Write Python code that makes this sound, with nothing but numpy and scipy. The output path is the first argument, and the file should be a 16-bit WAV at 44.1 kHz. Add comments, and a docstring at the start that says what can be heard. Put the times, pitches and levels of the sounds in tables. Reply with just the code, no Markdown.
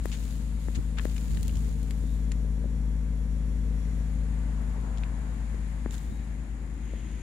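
"""A gravel yard: a four-cylinder petrol car idles; a hand-held microphone dips to the bumper and rises.
Four unequal puffs a cycle make the exhaust boom and burble. Belt and fan noise, injector ticks and a
thin whine leak from under the car. Shoes grind and snap stones. The hand knocks on the microphone's
case; handling or air adds low rumbles and bumps. Behind it all: a fine hiss and two faint, far squeaks."""
import sys
import numpy as np
from scipy import signal
from scipy.fft import rfft, irfft
from scipy.io import wavfile

SR = 44100
rng = np.random.default_rng(int(sys.argv[2]) if len(sys.argv) > 2 else 0)


def waveform_to_disk(signal):
    """Save audio, clipped to [-1, 1], as 16-bit WAV at the path in sys.argv[1]."""
    frames = np.transpose(np.atleast_2d(signal))
    scaled = np.clip(frames, -1, 1) * 32767
    samples = np.round(scaled).astype(np.int16)
    wavfile.write(sys.argv[1], SR, samples)


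N = 318512
TIME = np.arange(N) / SR
CUTOFF_HZ = 16500

# fine hiss of yard and sand: f/Hz, density/dB
HISS_SPECTRUM = [(1000, 5), (4000, 7.5), (5500, 2), (7200, 3), (10500, 2.5), (12000, -2.5), (15500, -35)]
# steady noise, relative levels: t/s, engine bay/dB, yard hiss/dB
NOISE_LEVELS = [(0, -63.5, -61.5), (3.0, -63, -67.5), (4.1, -59.5, -65), (5.8, -58, -65), (6.6, -59.5, -69),
                (7.22, -62, -66)]


def from_db(db):
    """Decibels to gain."""
    return 10 ** (np.asarray(db) / 20)


def unit_rms(x):
    """Scale to unit power."""
    return x / np.sqrt(np.mean(x ** 2) + 1e-20)


def curves(rows):
    """One curve per column after t/s."""
    times, *columns = np.transpose(rows)
    return [np.interp(TIME, times, column) for column in columns]


def drift(rate_hz):
    """Slow random wander, unit RMS."""
    hz = np.fft.rfftfreq(N, 1 / SR)
    return unit_rms(irfft(rfft(rng.standard_normal(N)) / (1 + (hz / rate_hz) ** 2), N))


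def stereo_noise(correlation):
    """Two-channel white noise."""
    mid, side = rng.standard_normal((2, N))
    return np.sqrt(1 + correlation) * mid + np.sqrt(1 - correlation) * np.array([side, -side])


def coloured(x, spectrum):
    """Shape by (f/Hz, level/dB) points, steep skirts outside; unit RMS."""
    hz = np.fft.rfftfreq(N, 1 / SR) + 1
    points_hz, db = np.transpose(spectrum)
    skirts = np.minimum(1, np.minimum(hz / points_hz[0], points_hz[-1] / hz)) ** 4
    gain = from_db(np.interp(np.log(hz), np.log(points_hz), db))
    return unit_rms(irfft(rfft(x) * skirts * gain, N))


def pole_pair(hz, width_hz):
    """Polynomial of one resonance."""
    r = np.exp(-np.pi * width_hz / SR)
    return np.array([1, -2 * r * np.cos(2 * np.pi * hz / SR), r * r])


def band(x, low_hz, high_hz, order=2):
    """Causal band-pass."""
    sos = signal.butter(order, [low_hz, min(high_hz, 0.45 * SR)], "band", fs=SR, output="sos")
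    return signal.sosfilt(sos, x + 1e-18)


def bump(turns, phase, width):
    """Gaussian pulse once a turn."""
    return np.exp(-0.5 * (((turns - phase + 0.5) % 1 - 0.5) / width) ** 2)


def swells(rows, attack_s, release_s):
    """Gain of events that rise, hold and decay, summed in power."""
    power = 1e-12
    for start_s, length_s, db in rows:
        rise = np.clip((TIME - start_s) / attack_s, 0, 1)
        fall = np.exp(-np.maximum(TIME - start_s - length_s, 0) / release_s)
        power = power + (from_db(db) * rise * fall) ** 2
    return np.sqrt(power)


def grains(per_s, spread_db):
    """Random clicks of uneven size, different at each port; unit RMS."""
    sizes = from_db(spread_db * np.minimum(rng.exponential(1, N), 4))
    return unit_rms((rng.random(N) < per_s / SR) * sizes * stereo_noise(0.071))


def distance_gain(db_at_1m, db_per_doubling):
    """Gain along the microphone's path: down to the bumper, hold, up."""
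    # t/s, distance from tailpipe/m
    path = [(0, 0.91), (.55, 0.84), (1.6, 0.63), (4.3, 0.62), (5.8, 1.11), (7.22, 1.84)]
    return from_db(db_at_1m + db_per_doubling * np.log2(curves(path)[0]))


def yard_hiss():
    """Fine, wide treble hiss."""
    _, hiss_db = curves(NOISE_LEVELS)
    return coloured(stereo_noise(0.013), HISS_SPECTRUM) * from_db(hiss_db + 3.5)


def far_squeaks():
    """Rough tones gliding up under a rounded envelope."""
    # t/s, length/s, level/dB
    squeaks = [(2.022, .18, -65.5), (6.0, .29, -66.5)]
    start_hz, rise_hz, waver_hz = 3530, 421, 115
    out = np.zeros(N)
    for t_s, length_s, db in squeaks:
        progress = np.clip((TIME - t_s) / length_s, 0, 1)
        hz = start_hz + rise_hz * progress + waver_hz * drift(134.7)
        out += from_db(db) * np.sin(np.pi * progress) * np.sin(2 * np.pi * np.cumsum(hz) / SR)
    return out


def microphone_rumbles():
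    """Low rumbles and bumps on the hand-held microphone, from handling or air."""
    # centre t/s, sigma/s, left/dB, right/dB
    rumbles = [(0.2, 0.23, -42, -47), (0.784, 0.012, -30.5, -21), (1.35, 0.057, -38, -30),
               (1.557, 0.16, -40, -31.5), (6.108, 0.02, -36, -32)]
    # f/Hz, density/dB
    rumble_spectrum = [(60, 7.5), (150, -3), (350, -17), (600, -40)]
    envelope = sum(from_db([[left_db], [right_db]]) * np.exp(-0.5 * ((TIME - t_s) / sigma_s) ** 2)
                   for t_s, sigma_s, left_db, right_db in rumbles)
    return envelope * coloured(stereo_noise(0.073), rumble_spectrum)


def hand_knocks():
    """One dull pressure swing per knock; a hard front rings the case. Two listed knocks also tick."""
    # t/s, left/dB, right/dB, half length/s, front re swing/dB
    knocks = [(.0570, -25.5, -39, 0.00068, 4), (.6854, -29, -44, 0.00076, 1.5),
              (.7895, -37, -21.5, 0.00089, -15), (1.0543, -22, -40, 0.00062, -1.5),
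              (2.039, -30.5, -51, 0.00071, -16), (2.447, -34.5, -52, 0.0006, -19),
              (2.642, -32.5, -49, 0.00048, -18), (2.658, -29, -42, 0.00068, -24),
              (5.544, -29.5, -47, 0.00076, -14), (5.8613, -22.5, -26, 0.00084, -2),
              (6.936, -33, -33.5, 0.00057, -23)]
    # sharp ticks near the left port: t/s, level/dB
    case_ticks = [(0.0582, -18.5), (1.0537, -21.5)]
    swings, fronts, ticks = np.zeros((3, 2, N))
    for t_s, left_db, right_db, half_s, front_db in knocks:
        u = np.clip((TIME - t_s) / half_s, -20, 20)
        ports = from_db([[left_db], [right_db]])
        swings += ports * -u * np.exp(0.5 - 0.5 * u ** 2)
        fronts += ports * from_db(front_db) * np.exp(-((u + 1) / 0.26) ** 2)
    for t_s, db in case_ticks:
        ticks[:, int(t_s * SR)] = from_db([db, db - 15])
    thud = swings + fronts
    body = from_db(-2) * band(thud, 510, 666, order=1)
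    case_ring = from_db(4) * band(fronts, 1750, 1990, order=1)
    return band(thud + body + case_ring, 168, 2900, order=5) + band(ticks, 3000, 16000, order=1)


def gravel_crunches():
    """Stones grind under a shoe: one snap and a burst of clicks around one pitch."""
    # t/s, level/dB, f/Hz, length/s
    crunches = [(0.110, -42, 2600, 0.032), (0.746, -40, 2780, 0.014), (0.968, -42.5, 1400, 0.015),
                (0.983, -31.5, 1360, 0.0059), (0.984, -43, 3800, 0.0057), (1.163, -40.5, 2400, 0.0049),
                (2.315, -43, 2050, 0.003), (5.925, -48, 1250, 0.023), (5.93, -47, 3750, .016)]
    settle_share, settle_s, snap_gain = 0.15, 0.012, 2.2
    out, count = np.zeros((2, N)), 6000
    age_s = np.arange(count) / SR
    clicks = grains(per_s=10000, spread_db=2.5)
    for t_s, db, hz, length_s in crunches:
        i = int(t_s * SR)
        onset = (1 - np.exp(-age_s / (0.46 * length_s))) ** 2   # sole settles before stones give
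        settling = settle_share * np.exp(-age_s / (length_s + settle_s))
        envelope = onset * (np.exp(-(age_s / length_s) ** 2) + settling)
        snap = snap_gain * signal.unit_impulse(count, int(length_s * SR / 4))
        rubbing = clicks[:, i:i + count] * envelope + snap
        spread = min(1.25 + 24 * length_s, 1.7)   # longer crunch: more stones, wider band
        ring = unit_rms(band(rubbing, hz / spread, hz * spread))
        crack = from_db(-1) * unit_rms(band(rubbing, hz / 5, hz * 2.8, order=3))
        out[:, i:i + count] += from_db(db) * (ring + crack) * np.sqrt(np.mean(envelope ** 2))
    return out


def sole_drags():
    """Soles drag over coarse grit and fine sand; lone stones pop under load."""
    # t/s, length/s, level/dB
    drags = [(0.03, 0.29, -59.5), (.59, 0.18, -65.5), (1.0, 0.27, -59.5), (1.3, 0.38, -61),
             (1.78, 0.39, -67), (5.91, 0.027, -60)]
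    grit = unit_rms(band(grains(per_s=5000, spread_db=2), 1500, 12000, order=1))
    pops = from_db(-2.5) * unit_rms(band(grains(per_s=260, spread_db=2), 1200, 5800))
    sand = from_db(-3) * coloured(stereo_noise(0.02), HISS_SPECTRUM)
    envelope = swells(drags, attack_s=0.0074, release_s=0.15)
    load = envelope / envelope.max()
    return (from_db(3) * (grit + load * pops) + sand) * envelope


def stone_snaps():
    """Stone on stone: a click and brief rattle ring a few modes; softer contacts lose their top."""
    # t/s, level/dB, left minus right/dB, lowest mode/Hz, upper edge/Hz
    snaps = [(.1172, -26, 4, 2980, 6500), (.1206, -28, 4, 3040, 6000), (.1271, -27, -3, 2790, 6000),
             (.9858, -16, 3, 1660, 4300), (.9956, -16.5, 5, 1630, 3200), (1.1806, -21, -2, 2400, 6000),
             (1.3724, -20.5, -5, 1900, 5500), (1.4305, -19.5, 4, 4400, 16000),
             (1.4808, -19.5, -1, 3060, 14000), (1.4945, -24, -2, 2830, 3800),
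             (1.5558, -25.5, 0, 3150, 9000), (1.5710, -27, 6, 3400, 9000), (1.8307, -29.5, 0, 4380, 14000),
             (1.9086, -21.5, 4, 2140, 12000), (2.3191, -17.5, -3, 2040, 8700),
             (4.974, -27.5, 0, 3180, 5500), (4.983, -26, -3, 3600, 6500), (5.0356, -16.5, -1, 2540, 3020),
             (5.9088, -24.5, -9, 3620, 8050), (5.9235, -29, -12, 3550, 6500),
             (5.9422, -24.5, -9, 3630, 7500), (5.951, -27, -9, 3500, 7000), (5.9807, -28, -14, 3580, 7500)]
    # mode f / lowest f
    mode_ratios = [1, 1.55, 2.05, 3.4, 4.5]
    lowest_q, tilt_db_per_octave, click_db = 4.6, -4.5, 1
    rattle_share, rattle_s = 0.11, 0.0035
    out, count = np.zeros((2, N)), 1500
    age_s = np.arange(count) / SR
    for t_s, db, pan_db, hz, top_hz in snaps:
        rattle = rattle_share * rng.standard_normal((2, count)) * np.exp(-age_s / rattle_s)
        contact = signal.unit_impulse(count) + rattle
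        snap = from_db(click_db) * unit_rms(contact)
        for ratio in mode_ratios:
            if hz * ratio < CUTOFF_HZ:
                poles = pole_pair(hz * ratio, width_hz=hz * np.sqrt(ratio) / lowest_q)
                mode = unit_rms(signal.lfilter([1, 0, -1], poles, contact))
                snap += from_db(tilt_db_per_octave * np.log2(ratio)) * mode
        snap = unit_rms(band(snap, 400, top_hz, order=3)) / np.sqrt(count)   # unit energy
        i = int(t_s * SR)
        out[:, i:i + count] += from_db([[db + pan_db / 2], [db - pan_db / 2]]) * snap
    return out


def fan():
    """Wavering tones over narrow-band noise, louder as the microphone rises beside the car."""
    # multiple of fan rate, level/dB
    harmonics = [(3, -0.5), (4, -4.5), (5, -5)]
    rate_hz = 74.4 + 0.25 * drift(2)
    turns = np.cumsum(rate_hz) / SR
    tones = sum(from_db(db) * np.sqrt(2) * np.sin(2 * np.pi * k * turns) for k, db in harmonics)
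    noise = from_db(-1.5) * unit_rms(band(stereo_noise(1), 281, 328))
    return (tones + noise) * distance_gain(db_at_1m=-63.5, db_per_doubling=9.5)


def low_hum():
    """Wavering low tone, louder as the microphone rises."""
    hz = 62.24 + 0.5 * drift(0.58)
    tone = np.sqrt(2) * np.sin(2 * np.pi * np.cumsum(hz) / SR)
    return tone * distance_gain(db_at_1m=-48, db_per_doubling=4.7)


def thin_whine():
    """A high tone, its octave and faint whistles come and go under the car."""
    # t/s, length/s, level/dB
    spells = [(1.5, 0.83, -71), (2.15, 0.86, -69), (3.05, 0.95, -67.5), (4.48, 0.23, -72)]
    # f/Hz, width/Hz, level/dB
    whistles = [(3370, 12, -8.5), (5760, 71, -10), (10200, 110, -10)]
    whine_hz = 5726 + 7 * drift(49)
    turns = np.cumsum(whine_hz) / SR
    whine = np.sin(2 * np.pi * turns) + from_db(-10) * np.sin(4 * np.pi * turns)
    for hz, width_hz, db in whistles:
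        whistle = band(stereo_noise(0.2), hz - width_hz / 2, hz + width_hz / 2, order=1)
        whine = whine + from_db(db) * unit_rms(whistle)
    return whine * swells(spells, attack_s=0.12, release_s=0.17) * from_db(1.1 * drift(16))


def engine_bay(cycles):
    """Belt and fan noise and injector ticks leak under the car; brighter hiss rounds its flank."""
    # each: f/Hz, density/dB
    rush_spectrum = [(300, -1.5), (550, 0.5), (700, -1.5), (920, -0.5), (1100, -3.5), (1300, -7),
                     (1700, -8), (2500, -44)]
    bay_spectrum = [(700, 4.5), (1300, -1.5), (1650, 3), (2050, 3.5), (2600, -4), (4300, -18.5),
                    (7000, -12)]
    flank_spectrum = [(1900, 0), (2150, 1.5), (2500, -2), (3300, -4), (4200, -16), (6100, -18), (6550, 0.5),
                      (7100, -24)]
    # t/s, length/s, level/dB
    flank_spells = [(6.0, 0.17, -67), (6.7, .55, -59)]
    edge_s, sigma_s = 4.95, 0.44   # microphone passes the bumper's edge
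    rush_db = -58.5 + 8.5 * np.exp(-0.5 * ((TIME - edge_s) / sigma_s) ** 2)
    rush = coloured(stereo_noise(0.024), rush_spectrum) * from_db(rush_db + 0.99 * drift(22))
    bay_db, _ = curves(NOISE_LEVELS)
    bay = coloured(stereo_noise(0.12), bay_spectrum) * from_db(bay_db + 2 + 0.5 * drift(2.6))
    flank = coloured(stereo_noise(0.81), flank_spectrum)
    flank *= swells(flank_spells, attack_s=0.22, release_s=0.12)
    bursts = stereo_noise(0.049) * bump(2 * cycles, phase=0.93, width=0.089)
    tick_db = -78 + 0.22 * (bay_db - np.mean(bay_db))
    ticks = from_db(tick_db) * unit_rms(band(bursts, 10070, 10700))
    return rush + bay + flank + ticks


def exhaust(cycles):
    """Four unequal puffs a cycle: firing-rate boom, burbling overtones, pulsed gas noise, pipe ring."""
    # puffs at the tailpipe: phase/cycles, strength
    cylinders = [(0.021, 0.45), (0.345, 0.9), (0.532, 0.62), (0.826, 0.77)]
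    # multiple of cycle rate, relative level/dB
    burble_tones = [(2, -24.5), (6, -14), (7, -23), (9, -20), (10, -17), (11, -28), (14, -24), (15, -19),
                    (16, -15), (17, -23), (18, -18.5), (19, -31), (20, -23), (21, -22.5), (22, -31.5)]
    # reinforced by the pipe: multiple of cycle rate, level at 1 m/dB, loss per distance doubling/dB
    pipe_tones = [(12, -47, 7), (33, -73.5, 17), (41, -76, 10.5)]
    # f/Hz, density/dB
    gas_spectrum = [(50, 8.5), (70, -3.5), (130, 0.5), (250, -5.5), (320, -14), (400, -16.5), (520, -15.5),
                    (680, -30), (1500, -54)]
    boom = np.sqrt(2) * np.cos(2 * np.pi * 4 * cycles) * from_db(0.5 * drift(7.6))
    boom *= distance_gain(db_at_1m=-31, db_per_doubling=-5.15)
    phases, strengths = np.transpose(cylinders)
    jittered = cycles + 0.0004 * drift(25)

    def overtone(k):
        """Harmonic k of the cycle, aligned to the puffs; unit RMS."""
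        offset_rad = np.angle(-np.sum(strengths * np.exp(-2j * np.pi * k * phases)))
        return np.sqrt(2) * np.cos(2 * np.pi * k * jittered + offset_rad)

    pipe = sum(distance_gain(db, -loss_db) * overtone(k) for k, db, loss_db in pipe_tones)
    burble = unit_rms(sum(from_db(db) * overtone(k) for k, db in burble_tones))
    burble *= distance_gain(db_at_1m=-43, db_per_doubling=-4.34) * from_db(0.22 * drift(25))
    flow = 1.2 + sum(strength * bump(cycles, phase, width=0.082) for phase, strength in cylinders)
    gas = coloured(stereo_noise(0.79) * flow, gas_spectrum)
    gas *= distance_gain(db_at_1m=-45.5, db_per_doubling=-1.3)
    drive = band(stereo_noise(1) * flow, 413, 666)
    ring = unit_rms(signal.lfilter([1, 0, -1], pole_pair(hz=427, width_hz=74), drive))
    ring *= distance_gain(db_at_1m=-70, db_per_doubling=-13.5)
    return boom + burble + pipe + gas + ring


def scene():
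    """Idling car, microphone handling, shoes and background."""
    # the idle sags and recovers: t/s, firing rate/Hz
    idle = [(0, 53.21), (4.45, 53.21), (4.7, 52.6), (5.2, 52.95), (6.2, 53.0), (6.7, 52.6), (7.22, 53.3)]
    cycles = np.cumsum(curves(idle)[0]) / SR / 4   # four firings per cycle
    background = yard_hiss() + far_squeaks()
    car = exhaust(cycles) + low_hum() + engine_bay(cycles) + thin_whine() + fan()
    shoes = gravel_crunches() + sole_drags() + stone_snaps()
    return background + microphone_rumbles() + hand_knocks() + shoes + car


def record(dry):
    """The right port is weaker, its duct adds a notch and a resonance; both sides are low-passed."""
    left = from_db(2) * dry[0]
    notch, resonance = pole_pair(hz=5850, width_hz=200), pole_pair(hz=6720, width_hz=450)
    right = from_db(-1.24) * signal.lfilter(notch, resonance, dry[1])
    low_pass = signal.cheby2(14, 60, CUTOFF_HZ, fs=SR, output="sos")
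    return signal.sosfilt(low_pass, np.array([left, right]))


dry = scene()
out = record(dry)
waveform_to_disk(out)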